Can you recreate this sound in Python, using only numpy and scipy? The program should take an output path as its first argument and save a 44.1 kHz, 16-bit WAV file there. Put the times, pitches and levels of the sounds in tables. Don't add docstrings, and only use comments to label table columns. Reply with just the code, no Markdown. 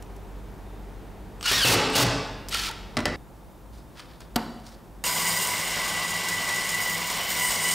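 import sys
import numpy as np
from scipy import signal
from scipy.fft import rfft, irfft, next_fast_len
from scipy.io import wavfile

SR = 44100
rng = np.random.default_rng(int(sys.argv[2]) if len(sys.argv) > 2 else 0)


def transcribe(u):
    v = np.clip(np.atleast_2d(u).T, -1, 1)
    q = np.round(v * 32767).astype(np.int16)
    wavfile.write(sys.argv[1], SR, q)


N = 341334
T = np.arange(N) / SR
SECOND_SHOT_S, THIRD_SHOT_S = 3.16, 5.039


def amp(db):
    return 10 ** (np.asarray(db) / 20)


def rms_one(x):
    return x / np.sqrt(np.mean(x ** 2) + 1e-20)


def in_time(rows):
    seconds, *columns = np.transpose(rows)
    return [np.interp(T, seconds, column) for column in columns]


def during(rows):
    return (T >= rows[0][0]) & (T < rows[-1][0])


def at_hz(points, hz):
    table = np.array(points)
    return np.interp(np.log(hz + 1), np.log(table[:, 0]), table[:, 1])


def hiss(spectrum):
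    size = next_fast_len(N)
    hz = np.arange(size // 2 + 1) * SR / size
    inside = (hz > spectrum[0][0]) & (hz < spectrum[-1][0])
    white = rfft(rng.standard_normal(size))
    return rms_one(irfft(white * amp(at_hz(spectrum, hz)) * inside, size)[:N])


def drift(rate_hz):
    r = np.exp(-80 * np.pi * rate_hz / SR)
    white = rng.standard_normal(N // 40 + 2002)
    slow = signal.lfilter([1], [1, -2 * r, r * r], white)[2000:]
    return np.interp(np.arange(N) / 40, np.arange(len(slow)), rms_one(slow))


def ring(pulses, hz, t60):
    r = amp(-60 / (t60 * SR))
    w = 2 * np.pi * hz / SR
    return signal.lfilter([0, np.sin(w)], [1, -2 * r * np.cos(w), r * r], pulses + 1e-18)


def swell(start, end, db, rise_db_per_s, fall_db_per_s):
    climb = rise_db_per_s * np.clip(start - T, 0, .2)
    fall = fall_db_per_s * np.clip(T - end, 0, .5)
    return amp(db - climb - fall)


def strike(times, peak_db, crack_db, tilt_db, modes, crack_t60, crack_hz, thud_db, thud_t60, thud_hz, crack_order=1):
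    whole_body_hz = 300
    at = (np.array(times) * SR).astype(int)
    out, pulses = np.zeros(N), np.zeros(N)
    spread_db = rng.normal(0, 2.2, (len(at), len(modes)))
    sign = rng.choice([-1, 1], (len(at), len(modes)))
    for k, (hz, level_db, t60) in enumerate(modes):
        blow_db = np.array(peak_db) + level_db + tilt_db * np.log2(hz / 700) + spread_db[:, k]
        pulses[at] = amp(blow_db) * (sign[:, k] if hz > whole_body_hz else 1)
        out += ring(pulses, hz, t60)
    crack = (crack_db, crack_t60, [300, crack_hz], crack_order)
    thud = (np.array(peak_db) + thud_db, thud_t60, [200, thud_hz], 2)
    for db, t60, band, order in (crack, thud):
        pulses[at] = amp(db)
        fading = signal.lfilter([1], [1, -amp(-60 / (t60 * SR))], pulses + 1e-18)
        noise = signal.lfilter(*signal.butter(order, band, "band", fs=SR), rng.standard_normal(N))
        out += fading * rms_one(noise)
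    return out


def gear_rasp(blow_times, blow_db):
    # start/s, end/s, relative rasp level/dB
    pulls = [(1.442, 1.744, -24.5), (1.917, 2.033, -34), (2.503, 2.691, -31.5)]
    # f/Hz, level/dB per Hz
    rasp_colour = [(290, -51), (500, -16), (586, -32), (639, -12), (707, -12), (1320, -4), (2280, -2.5),
                   (3420, 0.5), (9260, -12), (14300, -18.5), (15800, -20)]
    # f/Hz, level/dB, t60/s
    housing = [(1270, -11, 0.0074), (2070, -21, 0.0061), (2870, -4, 0.0086), (3470, -17, 0.013),
               (4590, 9.5, 0.0081), (5220, 7, 0.0075), (6200, -5, 0.0034)]
    spin_up_db_per_s, brake_db_per_s = 700, 1500
    blow_rasp_db, blow_fade_s = -1, 0.014
    contacts = rng.standard_normal(N) * (rng.random(N) < 900 / SR)
    rattle = rms_one(sum(amp(db) * ring(contacts, hz, t60) for hz, db, t60 in housing))
    rasp = (hiss(rasp_colour) + amp(-6.5) * rattle) * amp(2 * drift(86))
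    running, pulled, shaken = 0, 0, 0
    for start, end, db in pulls:
        running = running + swell(start + 0.022, end, db, spin_up_db_per_s, brake_db_per_s)
        pulled = pulled + swell(start, end, 0, spin_up_db_per_s, brake_db_per_s)
    for s, db in zip(blow_times, blow_db):
        fade = np.exp(-np.clip(T - s, 0, 1) / blow_fade_s)
        shaken = shaken + (T > s) * fade * amp(db + blow_rasp_db)
    return (running + shaken * pulled) * rasp


def gear_whine():
    # t/s, mesh f/Hz, level before the housing/dB
    whine = [
        [(1.44, 1420, -33), (1.46, 1469, -27), (1.49, 1455, -20), (1.505, 1425, -33), (1.525, 1880, -23),
         (1.545, 1900, -20), (1.58, 1844, -20), (1.605, 1680, -20), (1.635, 1520, -13), (1.655, 1355, -12),
         (1.685, 1343, -12), (1.71, 1403, -27), (1.755, 1370, -28)],
        [(1.94, 1426, -31), (1.96, 1440, -26), (2.045, 1386, -38)],
        [(2.505, 1299, -48), (2.545, 1430, -30), (2.575, 1526, -41), (2.6, 1704, -34), (2.63, 1526, -43),
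         (2.66, 1310, -39), (2.685, 1203, -36), (2.695, 912, -38), (2.73, 896, -67)],
    ]
    # f/Hz, gain/dB
    radiate = [(900, 5), (1350, -15), (1520, -9), (1880, -7), (2400, -9), (2900, -2), (3300, -5),
               (3750, -13), (4100, -14), (4550, -6), (5000, -11), (5600, -13)]
    out, wobble = 0, 1 + .025 * drift(160)
    lumps = [amp(4 * drift(45) + 4 * drift(250)) for k in range(3)]
    for pull in whine:
        hz, db = in_time(pull)
        phase = 2 * np.pi * np.cumsum(hz * wobble) / SR
        for k in (1, 2, 3):
            level = lumps[k - 1] * amp(db + at_hz(radiate, k * hz))
            out = out + during(pull) * level * np.sin(k * phase)
    return out


def hammer_blows():
    # start/s, end/s, blow rate/Hz, strength/dB
    runs = [(1.509, 1.52, 45, -19), (1.648, 1.749, 46, -11), (1.955, 2.036, 46, -12)]
    blows = np.array([(s, db) for start, end, rate, db in runs for s in np.arange(start, end, 1 / rate)])
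    return blows[:, 0] + rng.uniform(0, 0.00491, len(blows)), blows[:, 1]


def hammer(times, peak_db):
    # f/Hz, level/dB, t60/s
    panel = [(122.3, -5.5, 0.19), (179, -8.5, 0.086), (266.6, -7, 0.09), (345, -14, 0.065),
             (420.4, -10.5, 0.1), (550, -4.5, 0.04), (682, -6.5, 0.031), (911, -10, 0.086),
             (1152, -1.5, 0.031), (1480, -19, 0.049), (1966, -6, 0.049), (2650, -20, 0.021)]
    return strike(times, peak_db, peak_db - 3.5, 0, panel, crack_t60=0.052, crack_hz=4000,
                  thud_db=-2.0, thud_t60=0.084, thud_hz=980)


def clunks():
    # t/s, strength/dB
    slack = [(1.495, -24), (2.528, -29), (2.55, -18.5), (2.678, -25)]
    hz, t60_s, soft_s = 1350, 0.035, 0.0015
    seconds, db = np.transpose(slack)
    blows = np.zeros(N)
    blows[(seconds * SR).astype(int)] = amp(db)
    fade, soft = amp(-60 / (t60_s * SR)), np.exp(-1 / (soft_s * SR))
    envelope = signal.lfilter([1 - soft], np.convolve([1, -fade], [1, -soft]), blows + 1e-18)
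    return envelope * np.cos(2 * np.pi * hz * T)


def chirp():
    # t/s, hold/s, level before flicker/dB
    spin_ups = [(1.418, .025, -52), (1.925, .025, -41), (2.515, .045, -47)]
    start_hz, hz_per_s, rise_db_per_s, fall_db_per_s = 8160, 15000, 700, 200
    out, flicker, wobble = 0, amp(5 * drift(60)), 1 + .009 * drift(100)
    for s, hold, db in spin_ups:
        hz = start_hz + hz_per_s * np.clip(T - s, -.1, .3)
        tone = np.sin(2 * np.pi * np.cumsum(hz * wobble) / SR)
        out = out + swell(s, s + hold, db, rise_db_per_s, fall_db_per_s) * tone
    return out * flicker


def put_down():
    # t/s, strength/dB, crack level/dB, brightness/dB per octave
    knocks = [(2.969, -19.5, -20, 2), (2.9734, -25.5, -27, 1), (2.982, -27, -40, -2),
              (2.99, -28, -28, -0.5), (3.004, -39, -30, 1), (3.0554, -17.5, -12.5, 2.5),
              (3.067, -26, -35, 0.5), (3.08, -32, -34, -1)]
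    # f/Hz, level/dB, t60/s
    bench_top = [(105, -6, .1), (160, -6, .08), (248, 0, .08), (330, -5, .05), (450, -7, .05),
                 (600, -4, .05), (760, -3, .05), (1150, -7, .03), (1520, -9, .02), (1960, 0, .022),
                 (2650, -13, .012), (3300, -9, .01), (4000, -10, .012), (5250, -8, .008)]
    return strike(*np.transpose(knocks), bench_top, crack_order=2, crack_t60=0.019, crack_hz=5400,
                  thud_db=-7.0, thud_t60=0.096, thud_hz=1770)


def band_saw():
    # t/s, bright noise/dB, top hiss/dB, first tooth tone/dB, second tooth tone/dB
    cut = [(5.04, -31.5, -39, -39, -47), (5.33, -31, -38, -36, -30), (5.43, -32, -38, -42, -34),
           (5.52, -32, -39, -34, -38), (5.64, -35.5, -44, -47, -37), (6.0, -35.5, -46, -44, -32.5),
           (6.35, -36.5, -45, -50, -30), (6.68, -34.5, -45, -58, -30), (6.8, -34, -39, -43, -29.5),
           (7.04, -38, -44, -44, -35), (7.11, -36.5, -44, -40, -40), (7.3, -36, -39, -53, -38.5),
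           (7.44, -31.5, -36, -30.5, -30), (7.62, -33, -41, -48, -41), (7.645, -30.5, -39, -37, -27.5),
           (7.74, -32, -39, -37, -32)]
    # multiple of the tooth rate, level over the singing/dB, change deep in the block/dB
    overtones = [(3, -11.5, 7), (5, -6, -4), (6, -12, 7), (7, -23, -5), (8, -17, 9), (9, -7, 6),
                 (12, -9, -7), (14, -20, 0), (15, -16, 3)]
    # f/Hz, level/dB per Hz
    low_colour = [(24, -48), (40, -1.5), (103, -24), (126, -61), (166, -2.5), (267, -15.5), (745, -8.5),
                  (908, -9.5), (983, -6), (1270, -13), (1710, -12), (2000, -8.5), (2440, -11.5),
                  (2970, -10), (4500, -13), (5850, -11.5), (9900, -120)]
    bright_colour = [(2060, -30), (3500, -10), (3890, -1.5), (4330, -6), (5070, 4.5), (5640, -5.5),
                     (5940, -2), (6330, -3.5), (6680, 6), (7420, 2), (8610, 4), (10600, -5.5), (12400, -7),
                     (16100, -33), (22000, -120)]
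    top_colour = [(12000, -8), (12400, -10), (12900, -2), (13500, -4), (13900, -3), (14400, -1), (14800, 0),
                  (15300, -7), (15900, -11)]
    # f/Hz, relative level/dB
    hum_lines = [(102, -51.5), (167, -48.5)]
    tooth_hz, wheel_hz, wheel_swing_rad = 987, 83.5, .18
    weld_s, lap_s = 5.064, .2035
    weld_mean_db, weld_spread_db, weld_fade_s, weld_rise_s = -34, 3, 0.013, 0.00089
    throb_db, throb_late_s = 3, 0.067

    bright_db, top_db, first_db, second_db = in_time(cut)
    brighter_db = bright_db + 34
    low_db = -30 + 0.21 * brighter_db
    sing_db = -43 + 3 * brighter_db
    deep = np.interp(T, [6.5, 7.4], [0, 1])
    phase = 2 * np.pi * np.cumsum(tooth_hz * (1 + 0.00286 * drift(25.9))) / SR
    wheel = np.cos(2 * np.pi * wheel_hz * T + 0.71 * drift(6.5))
    tone = 0
    for k, db in [(1, first_db), (2, second_db)]:
        tone = tone + amp(db + 3.0 * drift(24.0)) * np.sin(k * phase + wheel_swing_rad * wheel)
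    for k, db, deep_db in overtones:
        tone = tone + amp(db + deep_db * deep + sing_db + 4.6 * drift(50)) * np.sin(k * phase)

    lap, since_weld = np.divmod(T - weld_s, lap_s)
    tick_db = (weld_mean_db + weld_spread_db * rng.standard_normal(64))[lap.astype(int) % 64]
    tick_shape = np.exp(-since_weld / weld_fade_s) * np.clip(since_weld / weld_rise_s, 0, 1)
    weld = 1 + amp(tick_db - bright_db) * tick_shape
    bite = amp(1.47 * drift(53)) * (1 + 0.11 * wheel)
    low = amp(low_db - 3 + 1.25 * drift(16)) * hiss(low_colour) * np.sqrt(weld)
    bright = amp(bright_db) * hiss(bright_colour) * weld
    top = amp(top_db) * hiss(top_colour) * weld ** 0.84
    hum = 0
    for hz, db in hum_lines:
        hum = hum + amp(db + 2.5 + 1.4 * drift(20)) * np.sin(2 * np.pi * hz * T + 0.63 * drift(5.4))
    throb = amp(throb_db * np.cos(2 * np.pi * (since_weld - throb_late_s) / lap_s))
    return tone + low + (bright + top) * bite + hum * throb + blade_rings(low_db, sing_db, deep)


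def blade_rings(low_db, sing_db, deep):
    # f/Hz, width/Hz, level over the sound they follow/dB, change deep in the block/dB
    peaks = [(1129, 190, -10.5, -3), (1548, 110, -14.5, -4.5), (2059, 77, -9, 2), (2197, 91, -13, 1.5),
             (2795, 40, -14.5, -0.5), (2998, 114, -14, 5), (7870, 69, -20, 5), (8530, 300, -11, 10),
             (9040, 130, -9, -4), (11500, 70, -14, -8)]
    noise = rng.standard_normal(N)
    out = 0
    for hz, width, db, deep_db in peaks:
        follow_db = low_db if hz < 5000 else sing_db
        level = amp(db + deep_db * deep + follow_db + 1.56 * drift(6.4))
        out = out + level * rms_one(ring(noise, hz, 3.23 / width))
    return out


def switch():
    # t/s, strength/dB, crack level/dB, brightness/dB per octave
    clacks = [(4.3593, -29, -23, 4), (4.3612, -20, -15, 0), (4.3635, -32, -24, 4), (4.368, -31, -37, 2)]
    # f/Hz, level/dB, t60/s
    cabinet = [(175, -16, .08), (226, 2, .3), (234, 0, .3), (270, -8, .12), (540, -15, .05), (730, -4, .09),
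               (930, -6, .05), (1150, -9, .04), (1300, -2, .04), (1530, -10, .03), (2020, -13, .02),
               (3260, -7, .012), (4650, -2, .008), (6620, -12, .006)]
    return strike(*np.transpose(clacks), cabinet, crack_t60=0.01, crack_hz=9050,
                  thud_db=-13.5, thud_t60=0.26, thud_hz=1230)


def clicks():
    # t/s, strength/dB, ring f/Hz
    ticks = [(0.0243, -37, 7000), (.164, -45, 9000), (1.41, -26, 2500), (1.428, -18.5, 2480),
             (1.9, -32, 9000), (1.953, -15, 4400), (2.02, -19, 5000), (2.066, -25, 6000),
             (2.4856, -23, 5500), (2.4924, -29, 9600), (2.5066, -39, 5960), (2.5454, -11.5, 3030),
             (2.677, -29, 3500), (2.7115, -23, 3360), (3.99, -43, 4500), (4.2053, -35.5, 5000),
             (4.5994, -47, 4800), (4.67, -44, 4800)]
    out, length = np.zeros(N), 1500
    fade = amp(-60 * np.arange(length) / SR / 0.022)
    for s, db, hz in ticks:
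        tick = rng.standard_normal(length) * fade
        band = signal.butter(1, [hz / 2.7, hz * 1.52], "band", fs=SR, output="sos")
        start = int(s * SR)
        out[start:start + length] += amp(db) * signal.sosfilt(band, tick)
    return out


def rubs():
    # t/s, rise/s, hold/s, level/dB, treble gain/dB
    slides = [(3.727, .005, .06, -62, 8.5), (3.983, 0.029, 0.022, -46, -2), (4.03, .03, 0.13, -58, -3),
              (4.205, 0.0022, 0.015, -49.5, -2), (4.665, 0.036, 0.065, -56.5, 6.5)]
    # f/Hz, level/dB per Hz
    friction = [(880, 1), (1500, -1), (2790, -7), (2990, -4.5), (4890, -4), (7110, -15.5), (10000, -13.5),
                (11000, -29), (15800, -21)]
    rise_db, fall_db_per_s, treble_hz = 13, 398, 3500
    noise = hiss(friction) * amp(2.0 * drift(50) + 2.7 * drift(300))
    treble = signal.sosfilt(signal.butter(2, treble_hz, "high", fs=SR, output="sos"), noise)
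    out = 0
    for s, rise, hold, db, treble_db in slides:
        gain = swell(s, s + hold, db, rise_db / rise, fall_db_per_s)
        out = out + gain * (noise + (amp(treble_db) - 1) * treble)
    return out


def shop(x, wet_db):
    # f/Hz, t60/s, level/dB
    echo = np.array([(100, 0.74, 1), (403, 1, -2), (1450, 1, -3.5), (4100, 0.86, -7), (8000, 0.64, -10),
                     (14000, .3, -12)])
    t, tail = np.arange(SR) / SR, 0
    for low in 45 * 2. ** np.arange(0, 8.5, .5):
        sos = signal.butter(2, [low, low * np.sqrt(2)], "band", fs=SR, output="sos")
        band = signal.sosfilt(sos, rng.standard_normal(SR))
        tail = tail + band * amp(at_hz(echo[:, [0, 2]], low) - 60 * t / at_hz(echo, low))
    tail = tail * np.clip((t - .004) / 0.006, 0, 1)
    return x + amp(wet_db) * signal.fftconvolve(x, tail)[:N]


def fan():
    # f/Hz, relative level/dB
    lines = [(48.4, -41.5), (96.9, -51.5), (193.8, -58), (296.1, -60.5)]
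    return sum(amp(db + 3 + drift(6)) * np.sin(2 * np.pi * hz * T + .3 * drift(2)) for hz, db in lines)


def bench_air():
    # f/Hz, level/dB per Hz
    air = [(15, -42.5), (25, -10), (55, -2.5), (76, -16), (200, -15), (269, -20.5), (415, -17.5),
           (574, -24.5), (622, -23.5), (860, -23), (1100, -29), (1220, -30), (15900, -62.5)]
    return amp(-42) * hiss(air)


def saw_air():
    # f/Hz, level/dB per Hz
    air = [(15, -34), (25, -24), (55, 1.5), (82, -19.5), (113, -13.5), (277, -20), (308, -17.5), (475, -26),
           (515, -22), (639, -25.5), (908, -26), (1830, -39), (15900, -68)]
    return amp(-44) * hiss(air)


def faint_whine():
    hz, width_hz, db = 3650, 45, -77
    tone = rms_one(ring(rng.standard_normal(N), hz, 2.9 / width_hz))
    return amp(db + 4.3 * drift(4.8)) * tone


def scene():
    first, third = T < SECOND_SHOT_S, T >= THIRD_SHOT_S
    second = ~first & ~third
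    ticks_and_rubs = clicks() + rubs()
    blows = hammer_blows()
    driver = gear_rasp(*blows) + gear_whine() + clunks() + chirp() + hammer(*blows)
    bench = shop(driver + put_down() + ticks_and_rubs * first, -38) + bench_air() + fan()
    hands = shop(switch() + ticks_and_rubs * second, -39) + saw_air()
    mid = bench * first + hands * second + band_saw() * third + faint_whine() * ~third
    return np.array([mid, mid])


def record(dry):
    # f/Hz, level/dB per Hz
    capsule = [(18, 0), (50, 1.5), (80, -8), (240, -11), (500, -17.5), (900, -22), (2000, -30),
               (5000, -45.5), (15900, -51)]
    overload, droop_hz, self_noise_db = .125, 45, -62.5
    headroom, sag_s, sag_level = .8, .012, .05
    first = T < SECOND_SHOT_S
    keep = np.exp(-1 / (sag_s * SR))
    load = signal.lfilter([1 - keep], [1, -keep], np.abs(dry[0]))
    bench_limit = overload * (1 + headroom * np.exp(-(load / sag_level) ** 2))
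    limit = np.where(first, bench_limit, .3)
    x = dry / (1 + np.abs(dry / limit) ** 6) ** (1 / 6)
    x = signal.sosfilt(signal.butter(1, droop_hz, "high", fs=SR, output="sos"), x)
    capsule_noise = amp(-55 + 3 * first) * hiss(capsule)
    x = x + amp(self_noise_db) * rng.standard_normal(N) + capsule_noise * [[1], [-1]]
    x = signal.sosfilt(signal.ellip(10, .3, 40, 15730, fs=SR, output="sos"), x)
    return signal.sosfilt(signal.ellip(10, .2, 70, 16457, fs=SR, output="sos"), x)


dry = scene()
out = record(dry)
transcribe(out)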